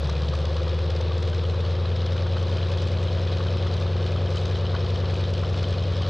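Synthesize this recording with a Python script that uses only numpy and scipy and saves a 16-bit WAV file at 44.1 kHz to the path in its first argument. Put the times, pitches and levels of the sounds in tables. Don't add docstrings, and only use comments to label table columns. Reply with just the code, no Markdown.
import sys
import numpy as np
from scipy import signal
from scipy.io import wavfile

SR = 44100
rng = np.random.default_rng(int(sys.argv[2]) if len(sys.argv) > 2 else 0)


def generate_wav(signal):
    frames = np.transpose(np.atleast_2d(signal))
    scaled = np.clip(frames, -1, 1) * 32767
    pcm = np.round(scaled).astype(np.int16)
    wavfile.write(sys.argv[1], SR, pcm)


N = 268569

IDLE_RPM, SHORTFALL_RPM, SETTLE_S = 1235.61, 265.5, 1.4844
START_CYCLE = -.0549
CYCLES, CYLINDERS = 64, 9
# start_s, crank_degrees
HUNTING = [(0.0, 3.02), (0.36, -1.68), (0.72, -2.81), (1.07, -0.74), (1.43, 0.79), (1.79, 3.04),
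           (2.15, 3.4), (2.51, 2.04), (2.87, 1.46), (3.22, 1.21), (3.58, 0.03), (3.94, -1.12), (4.3, 0.06),
           (4.66, 2.54), (5.02, 4.47), (5.37, 4.29), (5.73, 4.43), (6.09, 3.28)]

# pitch_hz, density_db (per Hz)
RUSH_SPECTRUM = [(45, -28.5), (70, 1), (150, -18), (210, 4), (300, -8), (370, 4.5), (420, -8.5), (520, 7),
                 (640, -1), (820, -3.5), (1200, -4.5), (2100, -16), (3600, -9.5), (5500, -42),
                 (8000, -68.5), (13000, -72.5)]
# pitch_hz, likeness (0 to 1)
LIKENESS = [(100, 0.85), (1000, 1), (2500, 0.99), (5000, 0.95), (8000, 0.74), (12000, 0.67)]
RUSH_DB, DRONE_DB = -39, -23
DRONE_GROWTH_DB = 1

# crank_angle (firings), tap_db, cover_ping_db
VALVES = [(2.4, -7, -14), (3.4, -3, -12), (4.45, 0, -7), (5.4, -4, -14), (6.45, -8, -14), (7.35, -16, -16),
          (8.4, 0, -4), (9.5, -2.5, 0), (10.55, -7, -14)]
# start_s, level_db
HARD_SEATS = [(0.0937, -37.5), (0.2848, -45), (0.3336, -48), (0.3508, -38), (0.4522, -37), (0.4932, -42.5),
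              (0.5653, -41), (0.63, -46.5), (0.6779, -50.5), (0.6942, -43.5), (0.7438, -48), (0.7876, -42),
              (0.9014, -36), (0.9502, -48), (0.9637, -42), (1.0081, -38.5), (1.1787, -41.5), (1.2258, -38),
              (1.274, -39.5), (1.345, -38.5), (1.6035, -45.5), (1.706, -47.5), (1.9608, -43), (2.061, -36),
              (2.1208, -44.5), (2.166, -45), (2.2657, -56.5), (2.4254, -44), (2.568, -45.5),
              (2.7168, -40.5), (2.773, -45), (2.819, -39), (2.8728, -45.5), (2.9178, -41.5), (3.268, -46.5),
              (3.3708, -51.5), (3.47, -44), (3.5049, -42.5), (3.5683, -45), (3.6688, -40), (3.7375, -38),
              (3.765, -44), (3.8114, -43.5), (4.0642, -47), (4.1608, -49), (4.358, -48), (4.368, -48.5),
              (4.4542, -37), (4.555, -45.5), (4.8825, -45), (4.9028, -42), (4.9562, -43), (5.1412, -46.5),
              (5.2086, -40), (5.3366, -39.5), (5.3787, -44), (5.627, -44), (5.7269, -47.5), (5.965, -44),
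              (6.0177, -42.5)]
# pitch_hz, width_hz, level_db
HEADS = [(1060, 55, -21.5), (1138, 180, -4.5), (1280, 290, -9), (1692, 78, -4), (2160, 120, -12.5),
         (2484, 170, -4), (2943, 66, -2), (3376, 160, -4), (3675, 250, -5.5), (3983, 84, -1),
         (4340, 260, -7), (5255, 180, -7.5)]
# pitch_hz, density_db (per Hz)
TAP_SPECTRUM = [(700, -15.5), (1200, -1), (2100, 4.5), (3100, -1.5), (4000, 7.5), (5200, 2), (6300, -7),
                (8000, -30), (10000, -39), (13000, -46), (15500, -44)]
# pitch_hz, density_db (per Hz)
FLUTTER_SPECTRUM = [(3000, -21), (4200, -9), (5200, 0), (6500, -2.5), (8000, -16.5), (10000, -35),
                    (14000, -41.5)]
# start_s, level_db
CLATTER_LEVELS = [(0, -42.5), (1.5, -46), (2.8, -42.5), (4.2, -43.5), (6.09, -42.5)]
VALVE_LEAD_MS = -23.5
HARD_SEAT_DB, CRACK_DB = 43.5, 6.5
TAP_UNEVEN_DB, PING_UNEVEN_DB, GEAR_WAVER_DB = 0.5, 3.5, 0.91
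TAKE_UP_MS, TAKE_UP_DB = 2.7, -3.5
FLUTTER_DB, FLUTTER_MS, FLUTTER_UNEVEN_DB, FLUTTER_WAVER_DB = -11, 1.7, 2.5, 3.5
PING_HZ, PING_WIDTH_HZ = 3136, 61
GEAR_CUT_HZ, HEAD_CUT_HZ = 5640, 6000

# start_s, level_db, pitch_hz
CLINKS = [(0.2827, -29, 3140), (0.3376, -42, 4000), (0.45, -37, 3200), (0.7417, -41, 3410),
          (0.9033, -26.5, 3460), (1.2286, -30, 3780), (1.3289, -31, 3120), (1.451, -30, 3120),
          (1.4955, -30, 4050), (1.6037, -29.5, 3650), (1.709, -34, 3880), (1.8564, -29, 4020),
          (2.0048, -28, 3850), (2.062, -33, 3890), (2.178, -28, 3200), (2.5676, -33, 3060),
          (2.5835, -26, 3150), (2.628, -29, 3200), (2.718, -34, 3110), (2.9682, -31, 3360),
          (3.1298, -36, 3500), (3.1852, -37, 3440), (3.274, -32, 3460), (3.3727, -30, 3360),
          (3.471, -36, 3900), (3.4846, -27, 3060), (3.6707, -35, 4250), (3.9774, -44, 4020),
          (4.0632, -33, 3430), (4.1609, -37, 3720), (4.3151, -33, 3140), (4.373, -25.5, 3070),
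          (4.556, -28, 3110), (4.6544, -27, 3120), (4.666, -25, 3090), (4.7635, -33, 3280),
          (4.946, -37, 2960), (5.0558, -30, 3150), (5.1547, -35, 3010), (5.2395, -27, 3660),
          (5.3393, -31, 3070), (5.3802, -30, 3260), (5.4473, -27, 3070), (5.546, -32, 3160),
          (5.642, -25, 3080), (5.7279, -38, 3060), (5.7816, -25, 4330), (5.8346, -36, 3720),
          (6.024, -32, 3080), (6.0326, -29, 3000)]
CLINK_OVER_DB, CLINK_MS = -6, 1.3
CLINK_SPREAD_DB = -23
# start_s, level_db
CHUGS = [(.047, -32.5), (.108, -31.5), (0.169, -37), (.222, -30), (.288, -33), (.335, -37), (0.405, -38),
         (.452, -42)]
CHUG_HZ, CHUG_WIDTH_HZ = 124, 36
CHUG_TOP_HZ, CHUG_TOP_DB = 172, -7
# crank_angle (firings), height_db
THROBBERS = [(1.646, -31.5), (5.779, -30)]
THROB_HZ, THROB_WIDTH_HZ = 509.5, 62
THROB_HEIGHT_CYCLE, THROB_RISE_DB, THROB_FALL_DB = 6.8, 0.4, 0.5
THROB_UNEVEN_DB = 1.3
# start_s, level_db, pitch_hz
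BARKS = [(0.063, -31, 1050), (0.089, -24, 950), (0.333, -24, 1250), (0.47, -33, 1090), (0.563, -29, 1140),
         (0.674, -26, 1210), (1.005, -28, 860), (1.111, -30, 1160), (1.221, -35, 1110), (1.33, -28, 1290),
         (1.536, -35, 1030), (1.849, -32, 1270), (2.158, -29, 1350), (2.259, -31, 970), (2.337, -34, 980),
         (2.494, -29, 1120), (2.764, -27.5, 960), (3.008, -35, 1110), (3.171, -38, 1290),
         (3.661, -31, 1230), (4.158, -28.5, 1300), (4.729, -35, 1170), (5.078, -33, 1110),
         (5.665, -34, 1130), (6.01, -32, 1200)]
BARK_OVER_DB, BARK_MS = -9.5, 2.75
# crank_angle (firings), level_db
RASPERS = [(.3, -47.5), (5.598, -45), (6.2, -48)]
RASP_HZ, RASP_WIDTH_HZ, RASP_MS, RASP_UNEVEN_DB = 1150, 460, 3.2, 5.5

# short_way_ms, short_way_db, long_way_ms, long_way_db, short_growth_db, long_growth_db (per 100 rpm)
COLLECTOR = [(9.52, 6.09, 12.57, 6.95, 5.07, -0.02), (2.52, 3.01, 5.31, 1.88, -2.37, -2.9),
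             (1.84, 0.26, 13.54, 4.42, 0.26, 8.44), (5.03, 2.28, 8.03, -0.86, 6.72, 0.14),
             (-0.11, -15.5, 13.58, 3.23, -9.63, -1.51), (7.16, 4.73, 15.72, 2.85, 4.05, -1.01),
             (0.87, 0.28, 14.28, 2.81, 0.38, -0.44), (6.25, 7.67, 8.98, 4.72, 3.12, 2.59),
             (0.04, 4.65, 10.4, 3.38, -0.59, 2.06)]
STACKS = [(3.37, -10.3, 8.29, 0.16, -5.93, 9.37), (0.31, -0.7, 6.7, 0.41, 1.6, -0.22),
          (2.37, 4.47, 8.16, 6.3, 1.46, 4.01), (3.23, -1.56, 7.2, 4.98, -1.72, 2.03),
          (-0.02, 4.01, 6.74, 0.81, 2.12, -0.03), (5.1, 2.13, 17.32, -3.11, 3.04, 7.75),
          (3.13, -0.11, 11.55, -1.7, -1.12, -1.46), (2.22, -1.76, 8.46, 6.71, 5.91, 2.33),
          (0.48, -3.17, 10.06, -6.03, 11.54, -3.23)]
# pitch_hz, width_hz, level_db, arrival_ms, growth_db (per 100 rpm)
RING_MODES = [(85.28, 55.56, 20.94, -24.74, 6.18), (94.9, 10.21, 27.6, -16.65, 4.16),
              (160.17, 9.28, 16.58, -35.52, 2.07), (219.33, 62.6, 11.18, -26.16, 5.98)]
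STACK_MODES = [(315.36, 75.25, -5.47, -21.31, 3.54), (364.5, 22.95, 3.96, -22.59, -0.5),
               (446.78, 33.49, 5.02, -24.63, 2.64), (525.88, 29.39, 4.4, -25.18, 7.53),
               (552.63, 49.56, 8.05, -21.99, 1.33), (626.52, 74.84, -1.51, -24.02, 0.17),
               (689.41, 46.68, -3.53, -12.32, 12.92)]
# start_s, low_stack_db, high_stack_db, top_collector_db
MODE_LEVELS = [(0, 3, 0, 1.5), (1, 3, -4.5, 3), (2, 0, 0, 2), (3, 1.8, 3, 0.5), (4, 1.5, 2, 0),
               (5, 0, 2, 1), (6.09, -12, -2, 0.5)]
RING_DB, STACK_DB = 1.8, 2.5
RING_CUT_HZ, PUFF_CUT_HZ = 250, 900
BASS_CUT_HZ, DEEP_CUT_HZ = 60, 45

LEFT_DB, CUTOFF_HZ = .62, 15900


def from_db(db):
    return 10 ** (np.asarray(db) / 20)


def rms_one(x):
    return x / np.sqrt(np.mean(x ** 2) + 1e-20)


def in_time(rows):
    start_s, *columns = np.transpose(rows)
    return [np.interp(np.arange(N) / SR, start_s, column) for column in columns]


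def at_hz(points, hz):
    pitch_hz, values = np.transpose(points)
    return np.interp(np.log(hz), np.log(pitch_hz), values)


def chance(columns=CYLINDERS):
    return rng.standard_normal((CYCLES, columns))


def drift(rate_hz):
    r = np.exp(-2 * np.pi * rate_hz / SR)
    noise = rng.standard_normal(N + SR)
    return rms_one(signal.lfilter([1], [1, -2 * r, r * r], noise)[SR:])


def resonance(x, hz, width_hz):
    r = np.exp(-np.pi * width_hz / SR)
    zeros = [(1 - r * r) / 2, 0, (r * r - 1) / 2]
    poles = [1, -2 * r * np.cos(2 * np.pi * hz / SR), r * r]
    return signal.lfilter(zeros, poles, x + 1e-18)


def soft_ring(clicks, hz, width_hz):
    twice = resonance(resonance(clicks, hz, width_hz), hz, width_hz)
    return twice * np.e * SR / (np.pi * width_hz)


def swell(clicks, ms):
    r = np.exp(-1000 / (ms * SR))
    return signal.lfilter([1 - r], [1, -2 * r, r * r], clicks + 1e-18)


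def band(x, low_hz, high_hz):
    return signal.sosfilt(signal.butter(2, [low_hz, high_hz], "band", fs=SR, output="sos"), x)


def dull(x, cut_hz):
    return signal.sosfilt(signal.butter(4, cut_hz, fs=SR, output="sos"), x)


def no_deep_bass(x):
    x = signal.sosfilt(signal.butter(6, BASS_CUT_HZ, "high", fs=SR, output="sos"), x)
    return signal.sosfiltfilt(signal.butter(6, DEEP_CUT_HZ, "high", fs=SR, output="sos"), x)


def coloured(envelope, spectrum):
    out, edges = 0, 50 * 2 ** (np.arange(26) / 3)
    white = rng.standard_normal((2, 2, N)) * envelope
    for k, (low, high) in enumerate(zip(edges, edges[1:])):
        mid, side = band(white[k % 2], low, high)
        hz = np.sqrt(low * high)
        alike = np.clip(at_hz(LIKENESS, hz), 0, 1)
        stereo = np.sqrt(1 + alike) * mid + np.sqrt(1 - alike) * side * [[1], [-1]]
        out = out + from_db(at_hz(spectrum, hz)) * stereo
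    return rms_one(out)


def train(rows):
    clicks = np.zeros(N)
    clicks[[round(s * SR) for s, db in rows]] = from_db([db for s, db in rows])
    return clicks


def strikes(cycle, angles, delays_ms, sizes):
    wanted = np.arange(-1, len(sizes) - 1)[:, None] + np.asarray(angles) / CYLINDERS
    before = cycle[0] - (IDLE_RPM - SHORTFALL_RPM) / 120
    after = cycle[-1] + IDLE_RPM / 120
    at = np.interp(wanted, np.r_[before, cycle, after], np.r_[-SR, np.arange(N), N + SR])
    at = at + np.asarray(delays_ms) * SR / 1000
    heard, clicks = (at >= 0) & (at < N - 1), np.zeros(N)
    clicks[at[heard].astype(int)] = sizes[heard]
    return clicks


def rings_at(rows, over_db, swell_ms, rough):
    out, t = np.zeros(N + SR), np.arange(SR // 20) / SR
    hump = t * 1000 / swell_ms * np.exp(1 - t * 1000 / swell_ms)
    for (s, db, hz), (detune, turn) in zip(rows, rng.uniform(-1, 1, (len(rows), 2))):
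        second = np.sin(2 * np.pi * hz * (1 + 0.27 * detune) * t + np.pi * turn)
        tone = np.sin(2 * np.pi * hz * t) + rough * second
        start = round(s * SR)
        out[start:start + len(t)] += from_db(db + over_db) * hump * tone
    return out[:N]


def air_rush():
    return from_db(RUSH_DB) * no_deep_bass(coloured(1, RUSH_SPECTRUM))


def head_rings(cycle, tap_db, angle, lead_ms):
    rings = 0
    for hz, width_hz, db in HEADS:
        size_db = db + .5 * tap_db + 5 * np.clip(chance(), -3, 2)
        clicks = strikes(cycle, angle, lead_ms + 1.477 + 2.5 * chance(), from_db(size_db))
        rings = rings + resonance(resonance(clicks, hz, width_hz), hz, 4 * width_hz)
    return rings


def cover_ping(cycle, cover_db, angle, lead_ms):
    growth_db = np.minimum(np.linspace(-7, 9, CYCLES), 0)[:, None]
    size_db = cover_db + growth_db + PING_UNEVEN_DB * chance()
    clicks = strikes(cycle, angle, lead_ms + 1, from_db(size_db))
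    return resonance(resonance(clicks, PING_HZ, PING_WIDTH_HZ), PING_HZ, 710)


def clatter(cycle, decay_ms, bed_db, ring_db, ping_db, sharp_db):
    angle, tap_db, cover_db = np.transpose(VALVES)
    lead_ms = VALVE_LEAD_MS + .7 * chance()
    force_db = TAP_UNEVEN_DB * np.clip(chance(), -2, 1.8)
    hard = train(HARD_SEATS)
    taps = strikes(cycle, angle, lead_ms, from_db(tap_db + force_db)) + from_db(HARD_SEAT_DB) * hard
    taps = taps + from_db(TAKE_UP_DB) * np.roll(taps, -round(TAKE_UP_MS * SR / 1000))

    rattle = coloured(rms_one(swell(swell(taps, decay_ms), decay_ms)), TAP_SPECTRUM)
    gear_noise = from_db(bed_db) * dull(coloured(1, TAP_SPECTRUM), GEAR_CUT_HZ)
    rings = head_rings(cycle, tap_db, angle, lead_ms)
    ping = cover_ping(cycle, cover_db, angle, lead_ms)
    body = dull(from_db(ring_db) * rms_one(rings) + from_db(ping_db) * rms_one(ping), HEAD_CUT_HZ)

    crackle = swell((taps + from_db(HARD_SEAT_DB + CRACK_DB) * hard) ** 2, .45)
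    sharp = rms_one(band(crackle * rng.standard_normal(N), 8000, 15800))
    closing_db = 0.22 * tap_db + FLUTTER_UNEVEN_DB * chance()
    closings = strikes(cycle, angle, lead_ms, from_db(closing_db))
    flutter = coloured(swell(closings, FLUTTER_MS) * from_db(FLUTTER_WAVER_DB * drift(4)), FLUTTER_SPECTRUM)

    gear = rms_one(rattle + gear_noise + from_db(FLUTTER_DB) * flutter + body + from_db(sharp_db) * sharp)
    return from_db(in_time(CLATTER_LEVELS)[0] + GEAR_WAVER_DB * drift(9.5)) * gear


def clinks():
    out = rings_at(CLINKS, CLINK_OVER_DB, CLINK_MS, rough=.3)
    for hz, width_hz, db in HEADS[5:11]:
        rows = [(s + rng.uniform(0, .003), level_db + db + CLINK_SPREAD_DB + 4 * rng.standard_normal())
                for s, level_db, pitch_hz in CLINKS]
        out = out + soft_ring(train(rows), hz, 2 * width_hz)
    return out


def thumps():
    clicks = train(CHUGS)
    upper = from_db(CHUG_TOP_DB) * soft_ring(clicks, CHUG_TOP_HZ, CHUG_WIDTH_HZ)
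    return upper - soft_ring(clicks, CHUG_HZ, CHUG_WIDTH_HZ)


def throb(cycle):
    angle, height_db = np.transpose(THROBBERS)
    past = np.arange(-1, CYCLES - 1)[:, None] - THROB_HEIGHT_CYCLE
    course_db = np.minimum(THROB_RISE_DB * past, -THROB_FALL_DB * past)
    size_db = height_db + course_db + THROB_UNEVEN_DB * chance(2)
    return soft_ring(strikes(cycle, angle, 0, from_db(size_db - 4.0)), THROB_HZ, THROB_WIDTH_HZ)


def rasps(cycle):
    hiss = rms_one(dull(resonance(rng.standard_normal(N), RASP_HZ, RASP_WIDTH_HZ), 2000))
    angle, level_db = np.transpose(RASPERS)
    size_db = level_db + RASP_UNEVEN_DB * chance(len(angle))
    return swell(strikes(cycle, angle, 0, from_db(size_db)), RASP_MS) * hiss * from_db(6.0)


def barks():
    return rings_at(BARKS, BARK_OVER_DB, BARK_MS, rough=1.0)


def duct(cycle, below_idle_rpm, modes, ways, burn_db, late_ms):
    short_ms, short_db, long_ms, long_db, short_growth, long_growth = np.transpose(ways)
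    both_ways = ((short_ms, short_db, short_growth), (long_ms, long_db, long_growth))
    slow = np.interp(np.arange(CYCLES) - .5, cycle, below_idle_rpm)[:, None] / 100
    out = 0
    for hz, width_hz, db, arrival_ms, growth_db in modes:
        clicks = 0
        for way_ms, way_db, own_growth_db in both_ways:
            size_db = db + way_db + burn_db - (growth_db + own_growth_db) * slow
            delay_ms = arrival_ms + way_ms + late_ms
            clicks = clicks + strikes(cycle, np.arange(CYLINDERS), delay_ms, from_db(size_db))
        out = out + resonance(clicks, hz, width_hz)
    return out


def exhaust(cycle, below_idle_rpm, uneven_db, wobble_ms):
    burn_db, late_ms = uneven_db * chance(), wobble_ms * chance()
    low_db, high_db, top_db = in_time(MODE_LEVELS)

    def part(level_db, modes, ways):
        return from_db(level_db) * duct(cycle, below_idle_rpm, modes, ways, burn_db, late_ms)

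    deep = part(0, RING_MODES[:3], COLLECTOR) + part(top_db, RING_MODES[3:], COLLECTOR)
    bright = part(low_db, STACK_MODES[:2], STACKS) + part(0, STACK_MODES[2:5], STACKS)
    bright = bright + part(high_db, STACK_MODES[5:], STACKS)
    deep, bright = from_db(RING_DB) * deep, from_db(STACK_DB) * bright
    return no_deep_bass(dull(deep, RING_CUT_HZ) + dull(bright, PUFF_CUT_HZ))


def firing_drone(cycle, below_idle_rpm):
    level_db = DRONE_DB - DRONE_GROWTH_DB * below_idle_rpm / 100
    return np.sqrt(2) * from_db(level_db) * np.cos(2 * np.pi * CYLINDERS * cycle)


def crank():
    below_idle_rpm = SHORTFALL_RPM * np.exp(-np.arange(N) / SR / SETTLE_S)
    smooth = START_CYCLE + np.cumsum(IDLE_RPM - below_idle_rpm) / 120 / SR
    return smooth + in_time(HUNTING)[0] / 720, below_idle_rpm


def scene():
    cycle, below_idle_rpm = crank()
    gear = clatter(cycle, decay_ms=1.1, bed_db=2.0, ring_db=5.5, ping_db=-3.0, sharp_db=-44.5)
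    stray_burns = thumps() + throb(cycle) + barks() + rasps(cycle)
    pipes = exhaust(cycle, below_idle_rpm, uneven_db=0.44, wobble_ms=0.079)
    drone = firing_drone(cycle, below_idle_rpm)
    mix = air_rush() + gear + clinks() + stray_burns + pipes + drone
    return mix * from_db([[LEFT_DB], [-LEFT_DB]])


def record(dry):
    return signal.sosfilt(signal.cheby2(12, 70, CUTOFF_HZ, fs=SR, output="sos"), dry)


dry = scene()
out = record(dry)
generate_wav(out)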